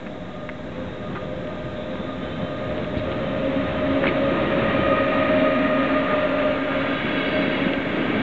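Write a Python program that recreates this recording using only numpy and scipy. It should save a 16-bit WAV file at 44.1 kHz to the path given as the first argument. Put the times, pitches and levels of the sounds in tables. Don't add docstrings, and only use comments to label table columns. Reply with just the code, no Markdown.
import sys
import numpy as np
from scipy import signal
from scipy.io import wavfile
from scipy.ndimage import uniform_filter1d

SR = 44100
rng = np.random.default_rng(int(sys.argv[2]) if len(sys.argv) > 2 else 0)


def makeup_ratio(level_db):
    decades = np.asarray(level_db, float) / 20
    return 10 ** decades


def inscribe(sig):
    pcm = np.round(np.clip(np.atleast_2d(sig).T, -1, 1) * 32767)
    wavfile.write(sys.argv[1], SR, pcm.astype(np.int16))


N = 362502


def rms_one(x):
    return x / np.sqrt(np.mean(np.abs(x) ** 2) + 1e-20)


def band_pass(x, order, low_hz, high_hz):
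    return signal.sosfilt(signal.butter(order, [low_hz, high_hz], "band", fs=SR, output="sos"), x)


def in_time(rows):
    s, *columns = np.transpose(rows)
    return [np.interp(np.arange(N) / SR, s, column) for column in columns]


def drift(rate_hz):
    every = 40
    pole = np.exp(-2 * np.pi * every * rate_hz / SR)
    noise = rng.standard_normal(N // every + 2002)
    slow = signal.lfilter([1], [1, -2 * pole, pole * pole], noise)[2000:]
    return np.interp(np.arange(N) / every, np.arange(len(slow)), rms_one(slow))


def beating_tone(hz, width_hz, rough):
    rough = np.clip(rough, 0, 1)
    phase = 2 * np.pi * np.cumsum(hz * np.ones(N)) / SR
    in_phase = np.sqrt(2 - 2 * rough) + np.sqrt(rough) * drift(width_hz)
    quadrature = np.sqrt(rough) * drift(width_hz)
    return in_phase * np.cos(phase) - quadrature * np.sin(phase)


def passing_db(closest_s, reach_s):
    return -10 * np.log10(1 + ((np.arange(N) / SR - closest_s) / reach_s) ** 2)


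def beams(rows, width_s):
    return np.sqrt(sum(makeup_ratio(2 * (db + 2 * passing_db(s, width_s))) for s, db in rows))


# time in seconds, level in dB
DRONE = [(0.0, -37), (0.89, -36), (1.03, -31), (1.67, -34), (1.88, -32), (2.38, -31.5), (4.26, -27),
         (4.3, -24), (4.95, -26), (5.93, -29.5), (6.55, -31.5), (6.78, -33.5), (7.26, -25.5), (7.9, -25.5),
         (8.22, -22)]
# closest moment in seconds, level in dB, reach in seconds
WHEELSETS = [
    (4.6, -0.9, 0.89),
    (5.3, -6.5, 0.26),
    (6.1, -1, 0.54),
    (7.35, -4.5, 0.3),
    (8.9, -2, 0.92),
]


def regions():
    rumble_db = passing_db(closest_s=3.97, reach_s=1.8)
    near = [makeup_ratio(2 * (db + passing_db(s, reach))) for s, db, reach in WHEELSETS]
    rail_db = 10 * np.log10(sum(near))
    coach_hiss_db, track_hiss_db = 4, -18
    hiss = sum(near[:3]) + makeup_ratio(2 * coach_hiss_db) * sum(near[3:]) + makeup_ratio(2 * track_hiss_db)
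    return np.array([rumble_db, in_time(DRONE)[0], 0.97 * rail_db, 1.59 * 10 * np.log10(hiss)])


REGION_HZ = (65, 250, 900, 2900)
# frequency in Hz, level in dB
ROAR = [(25, -16), (50, -8.5), (90, -7.5), (200, -1.5), (350, -5), (460, -7), (640, -8.5), (760, -14),
        (1100, -14), (1600, -15), (2300, -14.5), (3800, -30.5), (4300, -42), (5200, -47)]


def rolling(patchy_db):
    roar_db = -26.5
    swell = regions()
    swell = swell - 10 * np.log10(np.mean(makeup_ratio(2 * swell), axis=1, keepdims=True))
    edges_hz = 22 * 2 ** (np.arange(25) / 3)
    roar_log_hz, roar_levels_db = np.log(np.array(ROAR)[:, 0]), np.array(ROAR)[:, 1]
    white, together = rng.standard_normal((2, N)), drift(3.3)
    still = moving = 0
    for k, (low, high) in enumerate(zip(edges_hz, edges_hz[1:])):
        log_hz = np.log(np.sqrt(low * high))
        band = band_pass(white[k % 2], 2, low, high)
        band = band * makeup_ratio(np.interp(log_hz, roar_log_hz, roar_levels_db))
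        share = [np.interp(log_hz, np.log(REGION_HZ), row) for row in np.eye(len(REGION_HZ))]
        flicker_db = patchy_db * (0.99 * together + drift(12))
        still = still + band
        moving = moving + band * makeup_ratio(share @ swell + flicker_db)
    return makeup_ratio(roar_db) * moving / np.std(still)


# time in seconds, gear mesh in Hz, blower blade tone in Hz
PITCH = [(0, 254, 609), (1.8, 260, 609), (3.5, 270, 612), (4.2, 275, 615), (5, 276, 619), (5.6, 271, 616),
         (6.45, 272, 603), (7.1, 273, 613), (8.22, 275, 616)]
# time in seconds, level in dB
GEARS = [(0, -37.5), (1.3, -42), (2.6, -34), (3.2, -37.5), (3.55, -19), (3.7, -38), (3.85, -22),
         (4.25, -23), (4.32, -32), (5.15, -25.5), (5.3, -18.5), (5.9, -19.5), (6.1, -27), (6.75, -24.5),
         (7.25, -27), (7.4, -23), (7.75, -27), (8.22, -28)]
# moment in seconds, level in dB
GEAR_BEAMS = [(.0, -43.5), (.8, -38.5), (1.35, -36.5), (1.9, -37), (2.6, -34), (3.2, -30.5), (3.5, -26.5),
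              (4.05, -28), (4.25, -26.5), (4.6, -28), (4.95, -23), (5.45, -28), (5.8, -28.5), (6.35, -29),
              (6.8, -31), (7.4, -34.5), (7.65, -34)]


def gears():
    hz, first_db = in_time(PITCH)[0], in_time(GEARS)[0]
    first = beating_tone(hz, width_hz=20, rough=.45)
    second = beating_tone(2 * hz, width_hz=18, rough=.3)
    first_gain = makeup_ratio(first_db - 4.0 + 0.25 * drift(10.0))
    return first_gain * first + beams(GEAR_BEAMS, width_s=.17) * second


# time in seconds, level in dB
BLOWERS = [(0, -40), (1, -42.5), (1.7, -36.5), (2.2, -39.5), (2.9, -33), (3.66, -33), (3.94, -27),
           (4.2, -31), (5.0, -29), (5.45, -23), (5.75, -26), (6.0, -27), (6.45, -23), (6.6, -31.5),
           (6.95, -36.5), (7.35, -30), (7.7, -38.5), (8.22, -41)]
# moment in seconds, level in dB
OUTLETS = [(.4, -47), (1.1, -44), (1.6, -44.5), (2.1, -42), (2.6, -42), (3.2, -41.5), (3.75, -38.5),
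           (4.05, -38), (4.4, -31.5), (4.7, -34), (4.93, -30), (5.08, -25.5), (5.53, -31), (5.8, -30.5),
           (6.08, -30.5), (6.45, -35.5), (6.9, -35.5), (7.25, -38.5), (8.0, -43)]


def blowers():
    hz, first_db = in_time(PITCH)[1], in_time(BLOWERS)[0]
    first = beating_tone(hz, width_hz=22, rough=.45)
    second = beating_tone(2.008 * hz, width_hz=30, rough=.42)
    third = beating_tone(3.012 * hz, width_hz=60, rough=1)
    slow_s, under_db, abeam_db = 1.4, -17, 9
    third_db = uniform_filter1d(first_db, int(slow_s * SR)) + under_db
    third_db = third_db + abeam_db * makeup_ratio(2 * passing_db(closest_s=5.3, reach_s=1.4))
    first_gain = makeup_ratio(first_db + 0.6 + 0.2 * drift(2.6))
    return first_gain * first + beams(OUTLETS, width_s=.18) * second + makeup_ratio(third_db) * third


# start in seconds, end in seconds, pitch in Hz, width in Hz, level in dB
WHINES = [(-1, 3.2, 184, 10, -43), (.6, 3.8, 1560, 35, -51), (5.2, 7.4, 1385, 25, -41),
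          (4.2, 6.4, 2790, 50, -46), (4.0, 6.4, 2400, 70, -39), (7.22, 7.55, 4610, 25, -46),
          (7.55, 8.8, 4850, 40, -56), (7.7, 8.8, 2300, 60, -41), (3.6, 5.2, 345, 35, -32),
          (5.2, 6.1, 250, 20, -31), (4.3, 5.4, 1912, 14, -41), (4.3, 6.2, 1650, 20, -45),
          (-.6, .8, 740, 50, -48)]


def whines():
    t, out = np.arange(N) / SR, 0
    for start, end, hz, width, db in WHINES:
        swell = np.sin(np.pi * np.clip((t - start) / (end - start), 0, 1))
        out = out + makeup_ratio(db) * swell * beating_tone(hz, width, rough=1.0)
    return out


WHEEL_HZ = (1590, 1885, 2215, 2700, 2935, 3345, 3770, 3980, 4660, 5420)
# width in Hz, level in dB
WHEEL = [(40, 2), (30, -7), (55, 2), (50, -5), (40, -4), (38, -2.5), (30, -10), (45, -12), (45, -11),
         (55, -10)]
# time in seconds, ringing level in dB, pitch ratio
BOGIE = [(6.2, -60, 1.012), (6.7, -36.5, 1.01), (7, -31.5, 1.006), (7.3, -29.5, .998), (7.65, -32, .99),
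         (7.75, -38, .99), (8.22, -36, .99)]


def wheel_ring():
    ring_db, ratio = in_time(BOGIE)
    off_db = ring_db - ring_db.max()
    modes = 0
    for hz, (width, db) in zip(WHEEL_HZ, WHEEL):
        gain = makeup_ratio(db + off_db * hz / 2500)
        modes = modes + gain * beating_tone(hz * ratio, width, rough=1)
    return makeup_ratio(ring_db.max() - 7.5) * modes


def while_on(rows):
    attack_s, release_s = .04, .15
    t, gain = np.arange(N) / SR, 0
    for start, end, db in rows:
        ramp = np.minimum((t - start) / attack_s, 1 + (end - t) / release_s)
        gain = gain + makeup_ratio(db) * np.clip(ramp, 0, 1)
    return gain


# pitch in Hz, level in dB
UPPER = [(3722, 0), (3770, -3), (3935, -11)]
# start in seconds, end in seconds, level in dB
LOWER_ON = [
    (.75, 1.3, -63),
    (1.7, 2.3, -52.5),
    (2.3, 4.0, -62),
]
UPPER_ON = [
    (-.5, 1.7, -65),
    (.72, .95, -63),
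    (1.7, 2.4, -56),
    (2.4, 3.9, -56.5),
    (3.9, 5.5, -53.5),
]
LATE_ON = [
    (1.0, 3.2, -63),
    (2.2, 2.45, -57),
    (3.2, 5.5, -51),
]


def singing_rail():
    upper = sum(beating_tone(hz, width_hz=22, rough=.75) * makeup_ratio(db) for hz, db in UPPER)
    lower = beating_tone(3520, width_hz=16, rough=.8)
    late = beating_tone(3090, width_hz=26, rough=.9)
    return while_on(LOWER_ON) * lower + while_on(UPPER_ON) * upper + while_on(LATE_ON) * late


def blows(table, t60, spread, crack, trim_db):
    out = np.zeros(N + SR)
    luck = rng.uniform(-1, 1, (len(table), 5))
    t = np.arange(int(2 * t60 * SR)) / SR
    for (s, db, hz), detune in zip(table, luck):
        ring = 0
        for k, d in enumerate(detune):
            mode_hz = hz * np.exp(spread * (k - 2.1 + .3 * d))
            ring = ring + np.sin(2 * np.pi * mode_hz * t) * np.exp(-.4 * (k - 1.7) ** 2)
        ring = ring * makeup_ratio(-60 * t / t60) * (1 - np.exp(-t * hz))
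        burst = crack * np.sin(np.pi * hz * t) * np.exp(-t * hz)
        at = round(s * SR)
        out[at:at + len(t)] += makeup_ratio(db + trim_db) * (ring / np.max(np.abs(ring)) + burst)
    return out[:N]


# time in seconds, peak in dB, centre in Hz
KNOCKS = [(1.094, -19, 260), (1.643, -18, 145), (1.894, -16, 227), (1.996, -19, 170), (2.428, -10, 170),
          (2.966, -8, 290), (4.036, -15, 269), (4.065, -21, 273), (4.241, -9, 272), (4.469, -6, 248),
          (4.791, -3, 323), (7.046, -6.5, 262), (7.281, -14, 277), (7.388, -9, 253), (7.479, -6, 269),
          (7.617, -10, 249), (7.663, -3, 258), (7.943, -10, 302)]
# time in seconds, peak in dB, centre in Hz
THUMPS = [
    (2.43, -37, 110),
    (2.965, -9, 98),
    (4.3, -19.5, 108),
    (4.79, -11, 150),
]


def rail_joints():
    knocks = blows(KNOCKS, t60=0.079, spread=0.11, crack=0, trim_db=-8)
    return knocks + blows(THUMPS, t60=0.15, spread=0.24, crack=0, trim_db=-11)


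# time in seconds, peak in dB, centre in Hz
TICKS = [(0.0646, -26, 1820), (0.4905, -19.5, 2130), (0.496, -34, 2050), (1.1533, -29, 1390),
         (1.1564, -28, 2000), (1.1604, -27, 1480), (1.165, -33, 1930), (1.1704, -39, 1810),
         (1.9164, -32, 1880), (1.9555, -23, 1610), (3.3664, -31, 1500), (4.0314, -21, 2120),
         (4.039, -25, 1700), (4.0424, -11.5, 1600), (4.0484, -20, 1620), (4.0534, -16, 1450),
         (4.057, -14, 1660), (4.0673, -17, 2130), (4.0704, -11, 2290), (4.079, -25, 2440),
         (4.0864, -25, 2240), (4.0917, -23, 2220)]
# time in seconds, peak in dB, centre in Hz
SNAPS = [(1.1654, -33, 3700), (1.1754, -39, 2840), (1.4721, -28, 2930), (2.7791, -22.5, 2870),
         (2.8444, -22, 2920), (2.97, -29, 3700), (2.9774, -40, 2840), (2.985, -26, 3780),
         (3.1168, -21, 2800), (3.1244, -20.5, 2920), (3.2794, -45, 3060), (4.0677, -19, 2780),
         (4.0864, -20, 3580), (7.7344, -11, 2900)]
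# time in seconds, peak in dB, centre in Hz
RINGS = [
    (.496, -27, 2100),
    (4.038, -17, 1850),
    (4.0685, -12, 2250),
    (4.078, -14, 2540),
    (4.087, -14, 2210),
]


def loose_metal():
    ticks = blows(TICKS, t60=0.0066, spread=.2, crack=.3, trim_db=0)
    snaps = blows(SNAPS, t60=0.0069, spread=.12, crack=.2, trim_db=-2.5)
    return ticks + snaps + blows(RINGS, t60=.04, spread=.02, crack=0, trim_db=-2)


# start in seconds, length in seconds, level in dB, centre in Hz
RATTLES = [
    (0.066, .012, -40, 1900),
    (0.487, 0.012, -37, 1300),
    (1.151, 0.027, -34.5, 1290),
    (2.97, 0.028, -41, 3300),
    (4.034, 0.028, -32, 1500),
    (4.074, 0.024, -33, 2300),
]


def rattles():
    out = np.zeros(N)
    size = 4000
    for s, length, db, hz in RATTLES:
        uneven = makeup_ratio(5 * rng.exponential(1, size).clip(0, 3))
        grit = rng.standard_normal(size) * uneven * (np.arange(size) < length * SR)
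        grit = band_pass(grit, 2, hz / 1.65, hz * 1.42)
        out[round(s * SR):][:size] += makeup_ratio(db) * rms_one(grit) * np.sqrt(length * SR / size)
    return out


RAIL_FIZZ_HZ = (3150, 4000)


def rail_fizz():
    fizz = band_pass(rng.standard_normal(N), 3, *RAIL_FIZZ_HZ)
    return makeup_ratio(-46.5 + passing_db(closest_s=5.0, reach_s=2.2)) * rms_one(fizz)


def scene():
    train = rolling(patchy_db=.7) + gears() + blowers() + whines() + wheel_ring() + singing_rail()
    struck = rail_joints() + loose_metal() + rattles()
    return (train + struck + rail_fizz())[None]


def band_limit(x):
    return signal.sosfilt(signal.butter(12, 8100, fs=SR, output="sos"), x)


def record(dry):
    mic = signal.sosfilt(signal.butter(10, 4050, fs=SR, output="sos"), dry)
    mic = signal.sosfilt(signal.butter(2, 38, "high", fs=SR, output="sos"), mic)
    hiss = makeup_ratio(-59) * rng.standard_normal(N)
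    whistle = makeup_ratio(-89.5) * np.sqrt(2) * np.sin(2 * np.pi * 6666 * np.arange(N) / SR)
    mix = signal.sosfilt(signal.cheby2(12, 60, 8740, fs=SR, output="sos"), mic + hiss + whistle)
    fade_out = np.minimum(np.arange(N)[::-1] / 60, 1)
    mix = mix * fade_out - .0078
    return band_limit(mix)


dry = scene()
out = record(dry)
inscribe(out)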